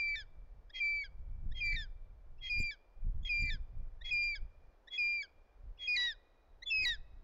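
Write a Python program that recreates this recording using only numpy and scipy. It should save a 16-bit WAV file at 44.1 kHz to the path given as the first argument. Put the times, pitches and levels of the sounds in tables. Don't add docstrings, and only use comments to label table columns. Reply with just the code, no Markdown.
import sys
import numpy as np
from scipy import signal
from scipy.fft import rfft, irfft
from scipy.io import wavfile
from scipy.ndimage import uniform_filter1d

SR = 44100
rng = np.random.default_rng(int(sys.argv[2]) if len(sys.argv) > 2 else 0)


def wav_record(signal):
    frames = np.transpose(np.atleast_2d(signal))
    bounded = np.clip(frames, -1, 1)
    quanta = np.round(bounded * 32767).astype(np.int16)
    wavfile.write(sys.argv[1], SR, quanta)


N = 318843

# t/s, end t/s, settled f/Hz, sharp start f/Hz, drift/(Hz per s), level/dB, fade/(dB per s),
# octave relative level/dB, held flutter level/dB, flutter level at the break/dB, flutter build-up/s
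WHISTLES = [(-.03, 0.155, 2334, 340, 10, -33.5, 19.5, -17.5, -30, -6, 0.0093),
            (0.8, 1.037, 2315, 122, 117, -31, 32.5, -19, -38, -24, 0.046),
            (1.604, 1.732, 2350, 162, -46, -34.5, 4, -16, -27.5, -2.5, 0.014),
            (1.734, 1.757, 2365, 5.9, -12, -35.5, 21.5, -16.5, -20, -7.5, 0.03),
            (2.495, 2.708, 2410, 93, -47.5, -33.5, 25, -13.5, -43.5, -23, 0.027),
            (3.29, 3.5, 2386, 153, -9.5, -32, 26.5, -16, -48, -8.5, 0.04),
            (4.108, 4.349, 2395, 135, 47.5, -31, 26, -13.5, -45.5, -25, 0.033),
            (4.977, 5.223, 2398, 126, 0, -31, 26.5, -13.5, -41, -32, 0.035),
            (5.873, 5.96, 2451, 48.5, 8.5, -31, 24.5, -13.5, -40, -7, 0.013),
            (6.702, 6.844, 2579, 160, -400, -31, 18, -11, -46, -4.5, 0.024)]
IDLE_HZ, IDLE_DB = 3280, -51.5


def whistles():
    out = np.zeros(N)
    for *shape, octave_db, held_db, break_db, build_s in WHISTLES:
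        i, fade, hz, db = note(whistle_contour(*shape), 0.0052)
        size = len(i)
        breaking = undb(break_db) * np.exp((i - i[-1]) / SR / build_s)
        depth = (undb(held_db) + breaking) * undb(6 * wander(28, size) / (1 + 10 * breaking))

        unevenness = (.06 + .1 * breaking) * wander(80, size)
        slow = turn(.14 * hz * (1 - .2 * breaking + unevenness))
        flutter = depth * (slow.conj() + 0.065 * slow + .5 * depth * slow.conj() ** 2)

        clean, z = stack(hz, db, db + octave_db + 1.8 * wander(30, size))
        below_octave = undb(db + octave_db + 2.5) * depth * z ** 2 * slow.conj()
        tone = clean * (1 - 0.5 * breaking + flutter) + below_octave
        airflow = undb(db - 24) * (depth + .028) * rasp(size)

        idle_level = undb(db + IDLE_DB + 7 * wander(40, size))
        idle = turn(IDLE_HZ * (1 + .01 * wander(90, size))) * idle_level
        idle = idle * (1 + undb(-12) * z)
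        out[i] += fade * (tone.imag + airflow + idle.imag)
    return out


WHISTLE_SWELL_S, WHISTLE_ATTACK_S, SETTLE_S = 0.038, .005, .018
SAG_HZ, SAG_DB, SAG_S = 1020, 33, .027
DIVE_HZ, DIVE_S = 29, 0.03


def whistle_contour(s, end, hz, sharp_hz, drift, db, fade_db):
    now = ticks(max(s, 0), end)
    t = now - s
    breath_end = min(row[1] for row in LOW_NOTES if row[1] > end)
    spent = np.exp((now - breath_end) / SAG_S)
    settling = sharp_hz * np.exp(-t / SETTLE_S)
    dive = DIVE_HZ * np.exp((now - end) / DIVE_S)
    pitch = hz + drift * t + settling - SAG_HZ * spent - dive
    swell = (1 - 0.25 * np.exp(-t / WHISTLE_SWELL_S)) * (1 - 0.88 * np.exp(-t / WHISTLE_ATTACK_S))
    return np.transpose([now, pitch, db - fade_db * t - SAG_DB * spent + 20 * np.log10(swell)])


HALF_LINES = (1, 3, 5, 7)
HOARSE_SHARE = 1.38
# t/s, breath gone t/s, f/Hz before the droop, droop/s,
# suddenness of the droop (exponent), starting level/dB, hoarseness relative level/dB
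LOW_NOTES = [(0.162, 0.259, 1833, 0.041, 1.23, -46.5, -16), (1.044, 1.09, 1863, 0.042, 0.82, -45, -14),
             (1.767, 1.887, 1896, 0.056, 1.12, -43.5, -21.5), (2.715, 2.772, 1858, 0.037, 1.12, -48, -11.5),
             (3.507, 3.591, 1878, 0.044, 1.16, -44.5, -12.5), (4.357, 4.401, 1892, 0.041, 1.06, -43, -10.5),
             (5.232, 5.274, 1875, 0.04, 0.82, -43, -28), (5.971, 6.162, 1958, 0.045, 1.34, -37, -27.5),
             (6.857, 6.977, 2000, 0.042, 0.94, -34.5, -25.5)]


def low_notes():
    out = np.zeros(N)
    for *shape, hoarse_db in LOW_NOTES:
        rows = low_contour(*shape)
        s, hz, db = rows[0]
        force = np.clip((db + 56) / 19, 0, 1)
        start = (s - .005 * force - .002, hz * (1 + .15 * force), db - 1)
        i, fade, hz, db = note([start] + list(rows), 0.0027)
        size = len(i)
        t = (i - i[0]) / SR

        octave_db = db + colour(THROAT, 2 * hz) - ((db.max() - db) / 7) ** 2
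        clean, z = stack(hz, db, octave_db, lead=np.pi / 4)

        forced = np.clip((hz - 1885) / 45, 0, 1) * np.clip(t / 0.018, 0, 1)
        half = np.exp(.5j * np.unwrap(np.angle(z)))
        halves = 0
        for k in HALF_LINES:
            line_db = colour(THROAT, k * hz / 2) - 3.4 * (k > 5)
            halves = halves + undb(line_db) * grain(size) * half ** k

        other = grain(size) * turn(HOARSE_SHARE * hz * (1 + .025 * wander(90, size)))
        hoarse = other * (1 + undb(-4.5) * z + undb(-13.5) * z ** 2) * np.clip(t / 0.011, 0, 1)

        grit = 1 + undb(-31 + 5 * forced) * wander(520, size)
        tone = clean * grit + undb(db - 15.5) * forced * halves + undb(db + hoarse_db) * hoarse
        airflow = undb(db - 23 + 2.6 * forced) * np.clip(t / .04, 0, 1) * rasp(size)
        out[i] += fade * (tone.imag + airflow)
    return out


def grain(size):
    return 1 + .38 * wander(180, size)


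DROOP_SHARE, DROOP_DB, LOW_FADE_DB_PER_S = 0.31, 48, 15


def low_contour(s, end, hz, droop_s, sudden, db):
    t = ticks(s, end)
    spent = np.exp(-(np.abs(end - t) / droop_s) ** sudden)
    level_db = db - LOW_FADE_DB_PER_S * (t - s) - DROOP_DB * spent ** 1.75
    return np.transpose([t, hz * (1 - DROOP_SHARE * spent), level_db])


# f/Hz, relative level/dB (per Hz)
RATTLE = [(1400, -54), (1850, -23), (2070, 7.5), (2230, -12.5), (2480, -2), (2750, -27), (3400, -52)]
# t/s, length/s, swell/s, starting f/Hz, glide/(Hz per s), level/dB, rasp relative level/dB
HIGH_NOTES = [(0.731, 0.063, 0.031, 3280, -1200, -44.5, -9.5),
              (1.542, 0.058, 0.039, 3280, -1400, -46, -11.5),
              (2.408, 0.079, 0.049, 3325, -1250, -43.5, -11),
              (3.248, 0.035, 0.0032, 3334, -2400, -43, -12.5),
              (4.038, 0.064, 0.024, 3342, -700, -43.5, -10.5),
              (4.903, 0.065, 0.039, 3343, -200, -41.5, -15), (5.784, 0.082, 0.048, 3350, -800, -43, -15),
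              (6.657, 0.042, 0.018, 3450, 281.5, -39, -34)]


def high_notes():
    out = np.zeros(N)
    for *shape, rasp_db in HIGH_NOTES:
        i, fade, hz, db = note(high_contour(*shape), 0.012)
        size = len(i)
        unsteady_hz = hz * (1 + 0.0058 * wander(82, size))
        clean, z = stack(unsteady_hz, db, 2 * db - db.max() - 27.5)

        swell = np.sin(np.pi * np.linspace(0, 1, size) ** 1.2) ** 0.8
        rattle = signal.hilbert(noise(RATTLE, size)) * undb(2.5 * wander(60, size))
        mixed = rattle + undb(-22) * rattle ** 2
        mixed = mixed + undb(-19) * z * rattle + undb(-17.5) * z ** 2 * rattle.conj()
        airflow = undb(-14) * rasp(size)
        out[i] += fade * (clean.imag + undb(db + rasp_db) * swell * (mixed.imag + airflow))
    return out


HIGH_START_DB = -31


def high_contour(s, length, swell_s, hz, glide, db):
    t = ticks(0, length)
    gain = np.interp(t, [0, swell_s], [undb(HIGH_START_DB), 1])
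    return np.transpose([s + t, hz + glide * t, db + 20 * np.log10(gain)])


# nominal t/s, nominal length/s, start f/Hz, end f/Hz, level/dB
CHIRPS = [(0.697, 0.012, 1665, 1860, -61), (1.515, 0.012, 1730, 1894, -59.5),
          (2.381, 0.016, 2610, 2790, -72), (3.229, 0.0084, 3300, 3420, -59),
          (4.011, 0.013, 1800, 1930, -54.5), (4.874, 0.014, 1760, 1937, -56),
          (5.774, 0.0074, 2570, 2865, -67), (6.622, 0.015, 1910, 2075, -49.5)]


def chirps():
    out = np.zeros(N)
    for s, length, start_hz, end_hz, level_db in CHIRPS:
        rows = [(s + 0.0077, start_hz, level_db), (s + length - .003, end_hz, level_db)]
        i, fade, hz, db = note(rows, 0.01)
        tone, _ = stack(hz, db, db + colour(THROAT, 2 * hz) - 2.0)
        out[i] += fade * tone.imag
    return out


# f/Hz, relative level/dB
THROAT = [(900, -12), (2900, -4.5), (3700, 2), (4700, 2.5), (5050, 2.5), (5450, -17), (6500, -9),
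          (7400, -22), (9000, -38.5)]
JITTER = .0018
OVERTONE_STEP_DB, OVERTONE_FLICKER_DB = -5.5, 3.5


def stack(hz, db, octave_db, lead=np.pi / 2):
    size = len(hz)
    z = turn(hz * (1 + JITTER * wander(130, size)))
    shimmer = undb(0.088 * wander(150, size))
    upper, step_db = 0, 0
    for k in (2, 3, 4):
        flicker_db = (k > 2) * OVERTONE_FLICKER_DB * wander(60, size)
        tint_db = colour(THROAT, k * hz) - colour(THROAT, 2 * hz)
        upper = upper + undb(octave_db + tint_db + step_db + flicker_db) * z ** k
        step_db += OVERTONE_STEP_DB
    return shimmer * (undb(db) * z + np.exp(1j * lead) * upper), z


# f/Hz, relative level/dB (per Hz)
RASP = [(1700, -28.5), (2100, -12.5), (2750, -17.5), (3900, -11), (4450, -7), (4750, -16.5), (5080, -4),
        (5550, -26.5), (7500, -43.5)]


def rasp(size):
    return level(noise(RASP, size) * undb(2 * wander(71, size)), 0)


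def note(rows, fade_s):
    s, hz, db = np.transpose(rows)
    i = np.arange(max(int((s[0] - fade_s) * SR), 0), int((s[-1] + fade_s) * SR))
    t = i / SR
    fade = np.clip(np.minimum(t - s[0], s[-1] - t) / fade_s + 1, 0, 1)
    pitch = uniform_filter1d(np.interp(t, s, hz), int(.003 * SR))
    return i, np.sqrt(2) * fade, pitch, 20 * np.log10(np.interp(t, s, undb(db)))


def ticks(start, end):
    return np.append(np.arange(start, end, .001), end)


ECHO_DB, ECHO_T60_S, ECHO_BUILD_S = -47, 1.8, .13
NEAR_ECHO_DB, NEAR_ECHO_T60_S = -26, 0.28


def echo(x):
    t = np.arange(SR) / SR
    tail = noise([(3000, 0.5), (7000, -6.5)], SR) * undb(-60 * t / ECHO_T60_S)
    tail = tail * np.clip(t / ECHO_BUILD_S, 0, 1)
    near = noise([(3000, 0.0), (7000, -2.5)], SR) * undb(-60 * t / NEAR_ECHO_T60_S)
    both = 0
    for response, db in ((tail, ECHO_DB), (near, NEAR_ECHO_DB)):
        both = both + undb(db) * response / np.sqrt(np.sum(response ** 2))
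    return signal.fftconvolve(x, both)[:N]


BUFFET_SPREAD_DB, BUFFETS_PER_S, FLAP_SPREAD_DB = 3.5, 11, 4
THUMP_S = 0.024
WIND_CEILING = .034
# t/s, level/dB
GUSTS = [(0, -50), (.8, -52.5), (1.099, -53.5), (1.3, -41.5), (1.599, -37), (1.75, -38), (1.971, -47.5),
         (2.41, -44), (2.852, -54), (3.05, -44), (3.302, -41.5), (3.55, -40), (3.8, -44.5), (4.001, -51.5),
         (4.448, -46.5), (4.65, -53.5), (4.9, -64.5), (5.498, -62.5), (5.7, -52), (5.949, -57.5),
         (6.5, -63), (6.85, -51), (7.1, -50)]
# t/s, peak level/dB
THUMPS = [(1.209, -40), (1.284, -38), (1.387, -40), (1.498, -29), (1.748, -36.5), (2.599, -32.5),
          (3, -40.5), (3.078, -22.5), (3.169, -27), (3.235, -29.5), (3.43, -31.5), (3.527, -29),
          (3.625, -37), (4.133, -41.5), (4.292, -42), (4.428, -33), (5.68, -46), (6.81, -38.5)]
# f/Hz, relative level/dB (per Hz)
WIND = [(7.1, -27), (12, 3.5), (25, 4), (62, -9), (100, -20), (150, -32), (500, -62.5), (1100, -120)]


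def wind():
    s, db = np.transpose(GUSTS)
    t = np.arange(N) / SR
    power = undb(2 * np.interp(t, s, db))
    for at, peak_db in THUMPS:
        power = power + undb(2 * peak_db) * np.exp(-((t - at) / THUMP_S) ** 2)
    gust_db = 10 * np.log10(power)

    buffets = wander(BUFFETS_PER_S)
    rumble = level(noise(WIND) * undb(BUFFET_SPREAD_DB * buffets), 0)
    flap = noise([(40, -6.0), (90, 2.0), (180, -11), (350, -29.5), (1500, -90)])
    flap = level(flap * undb(FLAP_SPREAD_DB * (buffets + wander(24))), -14)
    flap_gain = undb(0.32 * (gust_db + 36.5))
    pressure = undb(gust_db) * (rumble + flap * flap_gain)
    return WIND_CEILING * np.tanh(pressure / WIND_CEILING)


FOREST_DB = -73.5
# f/Hz, relative level/dB (per Hz)
FOREST = [(88, -53), (150, -13.5), (561, -5), (1800, -19.5), (2440, -26), (5610, -34), (7290, -42.5),
          (12300, -120)]


def forest():
    return level(noise(FOREST) * undb(wander(0.06)), FOREST_DB)


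def undb(db):
    return 10 ** (np.asarray(db) / 20)


def level(x, db):
    return x * undb(db) / np.sqrt(np.mean(x ** 2))


def colour(points, hz):
    f, db = np.transpose(points)
    return np.interp(np.log(hz), np.log(f), db)


def noise(points, size=N):
    hz = np.maximum(np.fft.rfftfreq(size, 1 / SR), 1)
    return level(irfft(rfft(rng.standard_normal(size)) * undb(colour(points, hz)), size), 0)


def wander(rate_hz, size=N):
    k = max(int(SR / rate_hz), 2)
    return level(uniform_filter1d(uniform_filter1d(rng.standard_normal(size), k), k), 0)


def turn(hz):
    return np.exp(2j * np.pi * np.cumsum(hz) / SR)


def scene():
    bird = whistles() + low_notes() + high_notes() + chirps()
    return (bird + echo(bird) + wind() + forest())[None]


OVERLOAD = 0.039
VOICE_BAND_HZ, TOP_HZ = 7500, 15700


def record(dry):
    clipped = np.clip(dry, -OVERLOAD, OVERLOAD)
    voice_band = signal.ellip(12, .3, 70, VOICE_BAND_HZ, fs=SR, output="sos")
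    narrow = signal.sosfilt(voice_band, clipped)
    out = np.clip(narrow, -1.06 * OVERLOAD, 1.041 * OVERLOAD)
    out = out + undb(-95.0) * rng.standard_normal(dry.shape)
    top_cut = signal.ellip(8, .2, 60, TOP_HZ, fs=SR, output="sos")
    return signal.sosfilt(top_cut, out)


dry = scene()
out = record(dry)
wav_record(out)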